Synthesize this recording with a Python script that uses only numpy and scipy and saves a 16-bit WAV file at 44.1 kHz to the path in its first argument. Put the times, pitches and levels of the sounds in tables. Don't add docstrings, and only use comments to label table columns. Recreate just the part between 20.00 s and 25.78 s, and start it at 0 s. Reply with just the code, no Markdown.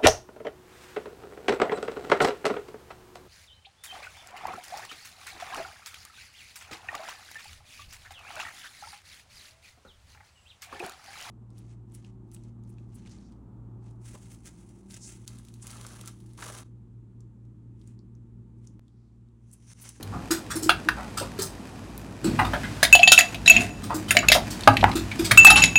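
import sys
import numpy as np
from scipy import signal
from scipy.fft import rfft, irfft
from scipy.io import wavfile
from scipy.ndimage import uniform_filter1d

SR = 44100
rng = np.random.default_rng(int(sys.argv[2]) if len(sys.argv) > 2 else 0)


def put_to_file(sound):
    columns = np.atleast_2d(sound).T
    safe = np.clip(columns, -1, 1)
    whole_steps = np.round(safe * 32767)
    wavfile.write(sys.argv[1], SR, whole_steps.astype(np.int16))


N = 254898

# f/Hz, partner offset/Hz, share of the decay time, roughness from rubbing/dB
WALL_MODES = [(2643, 24, 1, 1.8), (6842, -45, .8, 4), (10150, 40, .6, 3), (11585, 45, .5, 3)]
# t/s, level/dB of each of the four modes, decay time T60/s
WALL_STRIKES = [(2.927, 1, -12, -43, -43, 0.22), (2.949, -7.5, -16.5, -40, -38, 0.15),
                (3.0311, -2.5, -18, -32, -45, 0.13), (3.077, -5.5, -16, -27, -41, 0.17),
                (3.1204, -0.5, -7.5, -33, -22, 0.084), (3.178, 2.5, -17, -29, -27, 0.059),
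                (3.189, -28, 1, -11, -10.5, 0.031), (3.209, -8.5, -14, -53, -25, 0.05),
                (3.478, -0.5, -10.5, -25, -21, 0.048), (3.4981, 7, -2.5, -20, -12, 0.068),
                (3.5642, -4, -17, -44, -40, 0.055), (3.6052, -15, -27, -39, -39, 0.081),
                (4.1077, -6, -12.5, -41, -28, 0.03), (4.189, -13.5, -20, -40, -36, 0.04),
                (4.286, -4, -11, -18, -13, 0.041), (5.376, 7, -8, -36, -36, 0.18),
                (5.451, 2.5, -16.5, -26, -16, 0.34), (5.503, -4.5, -21, -11.5, -35, 0.12),
                (5.5257, -10, -21.5, -39, -26.5, 0.19), (5.5582, -7.5, -25, -21, -36, 0.23),
                (5.6201, -7, -11, -40, -31, 0.12), (5.637, -12.5, -15, -24.5, -36, 0.19),
                (5.756, -5, -16, -49, -35, 0.19)]
def clinks():
    t, out = np.arange(SR // 2) / SR, np.zeros(N)
    gaps = np.append(np.diff([row[0] for row in WALL_STRIKES]), 1)
    for (start, *levels, t60), gap in zip(WALL_STRIKES, gaps):
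        detune, phase = rng.random(2)
        ring = 0
        for (hz, offset_hz, share, rough_db), db in zip(WALL_MODES, levels):
            hz *= 1 + 0.018 * (detune - .5)
            fall_db = 60 * t / (share * t60)
            mode = gain_of(-fall_db) * np.sin(2 * np.pi * hz * t)
            partner = gain_of(-20 - .28 * fall_db) * np.sin(2 * np.pi * ((hz + offset_hz) * t + phase))
            rubbing_db = rough_db * wander(rng.standard_normal(len(t)), 200)
            ring += gain_of(db + rubbing_db) * (mode + partner)
        damping = np.exp(-np.maximum(t - gap, 0) / 0.0006)
        add(out, start, ring * rise(t, 0.0004) * damping)
    return out


def settling():
    t, jostle = np.arange(SR) / SR, np.zeros(N)
    for start, db, *_ in WALL_STRIKES:
        add(jostle, start, gain_of(db - 60 * t / 0.54))
    touches = jostle * impulses(per_second=250, spread_db=4, cap_db=12)
    t = t[:3000]
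    tap = sum(gain_of(db - 60 * t / 0.055) * np.sin(2 * np.pi * hz * t)
              for (hz, *_), db in zip(WALL_MODES, (-42, -50)))
    return signal.oaconvolve(touches, tap * rise(t, 0.0016))[:N]


# t/s, f/Hz
AIR_RESONANCE = [(0, 790), (2.4, 722), (2.83, 665), (3.0, 746), (3.2, 692), (4.3, 633), (4.85, 754),
                 (5.3, 610), (5.5, 827)]
def contact(start, body_db, body_hz, air_db, clack_db, clack_hz, tick_db, t60, hard=0):
    t, t60 = np.arange(12288) / SR, np.clip(t60, .015, .5)
    noise = rng.standard_normal((5, len(t)))
    chatter = gain_of(1.97 * wander(noise[4], 130))
    attack = rise(t, 0.00025 + 0.034 * t60 ** 2)
    spike = 0.9 * np.exp(-t / 0.00084)

    def fade(share):
        return (gain_of(-60 * t / (share * t60)) + spike) * attack

    air_hz = np.interp(start, *np.transpose(AIR_RESONANCE))
    body = gain_of(body_db - 8) * band(noise[0], body_hz, .8 - .16 * hard, peak_db=-4) * fade(.64)
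    air = gain_of(air_db) * band(noise[1], air_hz, .4 - .2 * hard, peak_db=10 * hard) * fade(.9)
    clack = gain_of(clack_db) * band(noise[2], clack_hz, .92, peak_db=-5.5) * fade(.61)
    tick = gain_of(tick_db) * band(noise[3], 10500 / (1 + t60), 1) * fade(.54)
    glass_hz = clack_hz * (1 + .04 * noise[4, 0])
    glass_note = hard * gain_of(clack_db + 1) * np.sin(2 * np.pi * glass_hz * t) * np.exp(-t / 0.004)
    body_note = gain_of(body_db - 10.5 + 4.8 * hard) * np.sin(2 * np.pi * body_hz * t)
    return (body + clack + tick) * chatter + air + glass_note + body_note * np.exp(-t / 0.0048)


# t/s, clack level/dB, body level/dB, body f/Hz, air level/dB, tick level re clack/dB, T60/s
CUBE_KNOCKS = [(0.028, -36.5, -46, 1460, -56, 0.5, 0.054), (1.978, -48, -43, 2500, -60, 14.5, 0.016),
               (2.8291, -13, -4.5, 1710, -16.5, -1.5, 0.13), (2.85, -16, -11, 1970, -45, -7, 0.059),
               (2.9273, -18.5, -16, 2600, -35, 3, 0.077), (2.9513, -26, -0.5, 2970, -8, 8.5, 0.068),
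               (2.9929, -39, -13.5, 3020, -12.5, -29, 0.14), (3.0225, -38, -18, 2880, -29, -20.5, 0.075),
               (3.033, -40, -11, 3280, -39, -10, 0.022), (3.0753, -26, 0.5, 3100, -20.5, -9, 0.12),
               (3.1188, -3, -5.5, 1460, -20.5, -5, 0.13), (3.1769, -17.5, -29, 2370, -24, -30, 0.22),
               (3.1893, -16.5, -5, 1960, -19, -4, 0.16), (3.3453, -33.5, -20, 2550, -39, -7, 0.075),
               (3.46, -19, -21, 1820, -30.5, -29, 0.16), (3.476, -15.5, -15.5, 2200, -42, -12, 0.18),
               (3.4976, -25, -15, 2300, -24.5, -17, 0.47), (3.565, -36, -10, 2680, -47, -23, 0.18),
               (3.6068, -38, -25, 2200, -33, 1, 0.38), (4.1075, -24, -8, 2096, -31.5, 7.5, .13),
               (4.1494, -34, -25, 1900, -20, -1, 0.22), (4.1684, -13, -3.5, 2120, -19, -15, 0.054),
               (4.2847, -15.5, -17, 2030, -40, -15, 0.079), (4.2994, -24, -12, 2320, -22, -16, 0.085),
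               (4.318, -7.5, -3, 2040, -17.5, -9, 0.13), (4.34, -19, -37, 1970, -46, -3.5, 0.2),
               (4.608, -32, -39, 1800, -59, -4, 0.037), (4.635, -32, -31, 1570, -55, -17, 0.097),
               (4.7687, -26.5, -9.5, 2670, -41, -11, 0.069), (4.81, -46, -18, 3230, -50, -10, 0.061),
               (4.915, -35.5, -27.5, 2190, -53, -16, 0.13), (5.1158, -40, -19.5, 2310, -55, -12, .13),
               (5.311, -16.5, -3, 1660, -18, -2.5, .14), (5.374, -19.5, -7, 1410, -35, -7, 0.075),
               (5.447, -18, -6.5, 1200, -20.5, 6.5, 0.085), (5.4666, -13, -6.5, 1840, -14.5, -21.5, 0.15),
               (5.5026, -10.5, -5.5, 1545, -9, -12.5, 0.15), (5.5616, -14.5, -12, 1150, -26, -38, 0.35),
               (5.6231, -21, -16, 2500, -36, -31, 0.22), (5.6388, -10, -7, 2250, -35, -45, 0.053),
               (5.757, -25, -8.5, 2380, -26.5, -27, 0.028)]
def cube_knocks():
    out = np.zeros(N)
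    for start, clack_db, body_db, hz, air_db, tick_db, t60 in CUBE_KNOCKS:
        add(out, start, contact(start, body_db, hz, air_db, clack_db,
                                clack_hz=3720, tick_db=clack_db + tick_db, t60=t60, hard=1))
    return out


# t/s, body level/dB, body f/Hz, air level/dB, clack level/dB, T60/s
VESSEL_BUMPS = [(0.125, -27, 905, -40, -62, 0.67), (1.21, -21, 546, -55, -43, 0.28),
                (4.875, -18.5, 1000, -39, -56, 0.28), (0.693, -1, 1366, -20, -12, 0.13),
                (0.8872, -4.5, 1550, -57, -20, 0.056), (0.97, -25, 900, -41, -62, 0.49),
                (2.3896, -7, 1095, -21.5, -28.5, 0.26), (2.448, -17, 930, -37, -32.5, 0.19),
                (2.5334, -14, 1500, -25, -31, 0.23), (2.634, -22, 1400, -60, -39, 0.27),
                (3.8986, -16.5, 874, -49, -42, 0.4), (4.228, -19, 1140, -47, -57, 0.26),
                (4.3511, -12.5, 1020, -15.5, -33, 0.2), (4.6749, 7.5, 1227, 4, -10.5, 0.066),
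                (4.8284, -9, 1010, -12.5, -45, 0.072), (4.841, -1.5, 1130, -6.5, -28.5, 0.035)]
def vessel_bumps():
    out = np.zeros(N)
    for start, body_db, hz, air_db, clack_db, t60 in VESSEL_BUMPS:
        add(out, start, contact(start, body_db, hz, air_db, clack_db,
                                clack_hz=2770, tick_db=clack_db - 12, t60=t60))
    return out


# t/s, level/dB, f/Hz
COUNTER_THUMPS = [(0.306, -17.5, 328), (0.556, -23, 324), (0.625, -24.5, 320), (0.661, -21, 326),
                  (0.86, -27, 317), (1.389, -24.5, 385), (2.245, -15, 327), (3.565, -25, 237),
                  (3.943, -22.5, 314), (4.674, -15.5, 268.6), (4.677, -13, 108), (4.953, -19.5, 328.5),
                  (5.193, -17, 331.4), (5.313, -18.5, 116.5), (5.634, -22, 173)]
def counter_thumps():
    t, out = np.arange(SR // 3) / SR, np.zeros(N)
    for start, db, hz in COUNTER_THUMPS:
        pair = np.sin(2 * np.pi * hz * t) + 0.3 * np.sin(2 * np.pi * (1.12 * hz * t + rng.random()))
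        add(out, start, gain_of(db - 60 * t / 0.23) * rise(t, 0.44 / hz) * pair)
    return out


# t/s, hiss level/dB, hiss f/Hz, body level/dB
HAND_RUSTLES = [(0.3063, -25.5, 4630, -18), (0.5042, -33.5, 4500, -22.5), (0.5538, -36, 5700, -38),
                (0.624, -32.5, 5900, -39), (1.1716, -28.5, 4470, -19.5), (1.3882, -32.5, 4170, -27.5),
                (1.416, -32, 5930, -36), (2.2414, -33, 4430, -30.5), (3.8326, -40.5, 4630, -37),
                (3.942, -36, 5900, -53), (4.0823, -30.5, 3050, -28), (4.5041, -33.5, 4450, -43),
                (4.9537, -29.5, 4100, -25.5), (5.1894, -32, 3700, -32.5), (5.2434, -26.5, 4030, -30)]
def rustles():
    out = np.zeros(N)
    for start, hiss_db, hiss_hz, body_db in HAND_RUSTLES:
        tick_db = hiss_db + 10.5 * np.log2(hiss_hz / 4420)
        add(out, start, contact(start, body_db, body_hz=1310, air_db=body_db - 31,
                                clack_db=hiss_db, clack_hz=hiss_hz, tick_db=tick_db, t60=0.34))
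    return out


# f/Hz, level/dB
RATTLE_SPECTRUM = [(200, -68), (600, 3.5), (1500, -2.5), (4000, -6.5), (9500, -14.5), (16000, -29)]
def loose_ice():
    ticks = impulses(per_second=1100, spread_db=5, cap_db=25) * rng.choice([-1, 1], N)
    grain = rng.standard_normal(600) * gain_of(-60 * np.arange(600) / SR / 0.014)
    scrape = 4 * rng.standard_normal(N)
    return coloured(signal.oaconvolve(ticks, grain)[:N] + scrape, RATTLE_SPECTRUM)


# f/Hz, level/dB
AMBIENT_SPECTRUM = [(25, -42), (57, 3.5), (76, -18.5), (98, 2.5), (125, -7), (240, -4.5), (330, -9.5),
                    (480, -15), (1000, -20), (2500, -41), (9000, -41.5), (12500, -54), (16000, -68)]
# t/s, rumble level/dB, nominal level of loose ice/dB
BACKGROUND_LEVELS = [(0, -42.5, -50), (.16, -33.5, -44.5), (.3, -41, -46), (.9, -37, -43),
                     (1.2, -38.5, -43.5), (2.21, -41, -48.5), (2.259, -24, -36), (2.75, -34.5, -36.5),
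                     (3.25, -38, -33.5), (3.42, -36, -42.5), (3.6, -28, -29.5), (3.72, -35, -44),
                     (4.36, -30, -37.5), (4.6, -34.5, -37), (4.85, -24.5, -37), (5.1, -34, -38),
                     (5.6, -24.5, -25), (5.78, -32.5, -41)]
def background():
    times, rumble_db, ice_db = np.transpose(BACKGROUND_LEVELS)
    t = np.arange(N) / SR
    ambient = coloured(rng.standard_normal(N), AMBIENT_SPECTRUM)
    rumble = signal.sosfilt(signal.butter(2, 450, fs=SR, output="sos"), ambient)
    hiss = gain_of(-40) * (ambient - rumble)
    rattle = gain_of(np.interp(t, times, ice_db) - 5) * loose_ice()
    return gain_of(np.interp(t, times, rumble_db)) * rumble + hiss + rattle


# f/Hz, T60/s
REVERB_TIMES = [(200, 0.23), (4000, 0.21), (10000, 0.17)]
def room(x):
    taps = np.zeros(SR // 2)
    slots = np.arange(200, len(taps) - 20, 20)
    taps[slots + rng.integers(0, 20, len(slots))] = rng.choice([-1., 1.], len(slots))
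    hz, t, bands = signal.stft(taps, SR, nperseg=256)
    decay = gain_of(-60 * t / at_frequency(REVERB_TIMES, hz)[:, None])
    tail = signal.istft(bands * decay, SR, nperseg=256)[1]
    return signal.fftconvolve(x, tail / np.linalg.norm(tail))[:N]


def band(noise, hz, octaves, peak_db=0):
    distance = np.log2(np.fft.rfftfreq(len(noise), 1 / SR) / hz + 1e-9)
    peak = gain_of(peak_db) * np.exp(-(distance / .13) ** 2)
    bell = np.exp(-(distance / octaves) ** 2) + 0.00092
    ripple = gain_of(5 * wander(noise, 70)[:len(bell)])
    return unit_rms(irfft(rfft(noise) * (bell + peak) * ripple, len(noise)))


def impulses(per_second, spread_db, cap_db):
    level_db = np.minimum(spread_db * rng.exponential(1, N), cap_db)
    return gain_of(level_db) * (rng.random(N) < per_second / SR)


def coloured(x, spectrum):
    hz = np.fft.rfftfreq(len(x), 1 / SR)
    return unit_rms(irfft(rfft(x) * gain_of(at_frequency(spectrum, hz)), len(x)))


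def at_frequency(points, hz):
    f, value = np.transpose(points)
    return np.interp(np.log(hz + 1), np.log(f + 1), value)


def wander(noise, samples):
    return unit_rms(uniform_filter1d(noise, samples))


def rise(t, tau):
    return -np.expm1(-t / tau)


def gain_of(db):
    return 10 ** (np.asarray(db) / 20)


def unit_rms(x):
    return x / np.sqrt(np.mean(x ** 2) + 1e-20)


def add(mix, start, sound):
    part = mix[round(start * SR):][:len(sound)]
    part += sound[:len(part)]


def scene():
    hits = rustles() + vessel_bumps() + cube_knocks() + counter_thumps()
    rings = clinks() + settling()
    reverb = room(gain_of(-10.5) * hits + gain_of(-17) * rings)
    return (hits + rings + reverb + background())[None]


def record(dry):
    ceiling, knee, cutoff_hz = 0.93, 8, 16150
    soft = dry / (1 + abs(dry / ceiling) ** knee) ** (1 / knee)
    lowpass = signal.firwin(511, cutoff_hz, window=("kaiser", 9), fs=SR)
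    return signal.oaconvolve(soft, lowpass[None], "same")


dry = scene()
out = record(dry)
put_to_file(out)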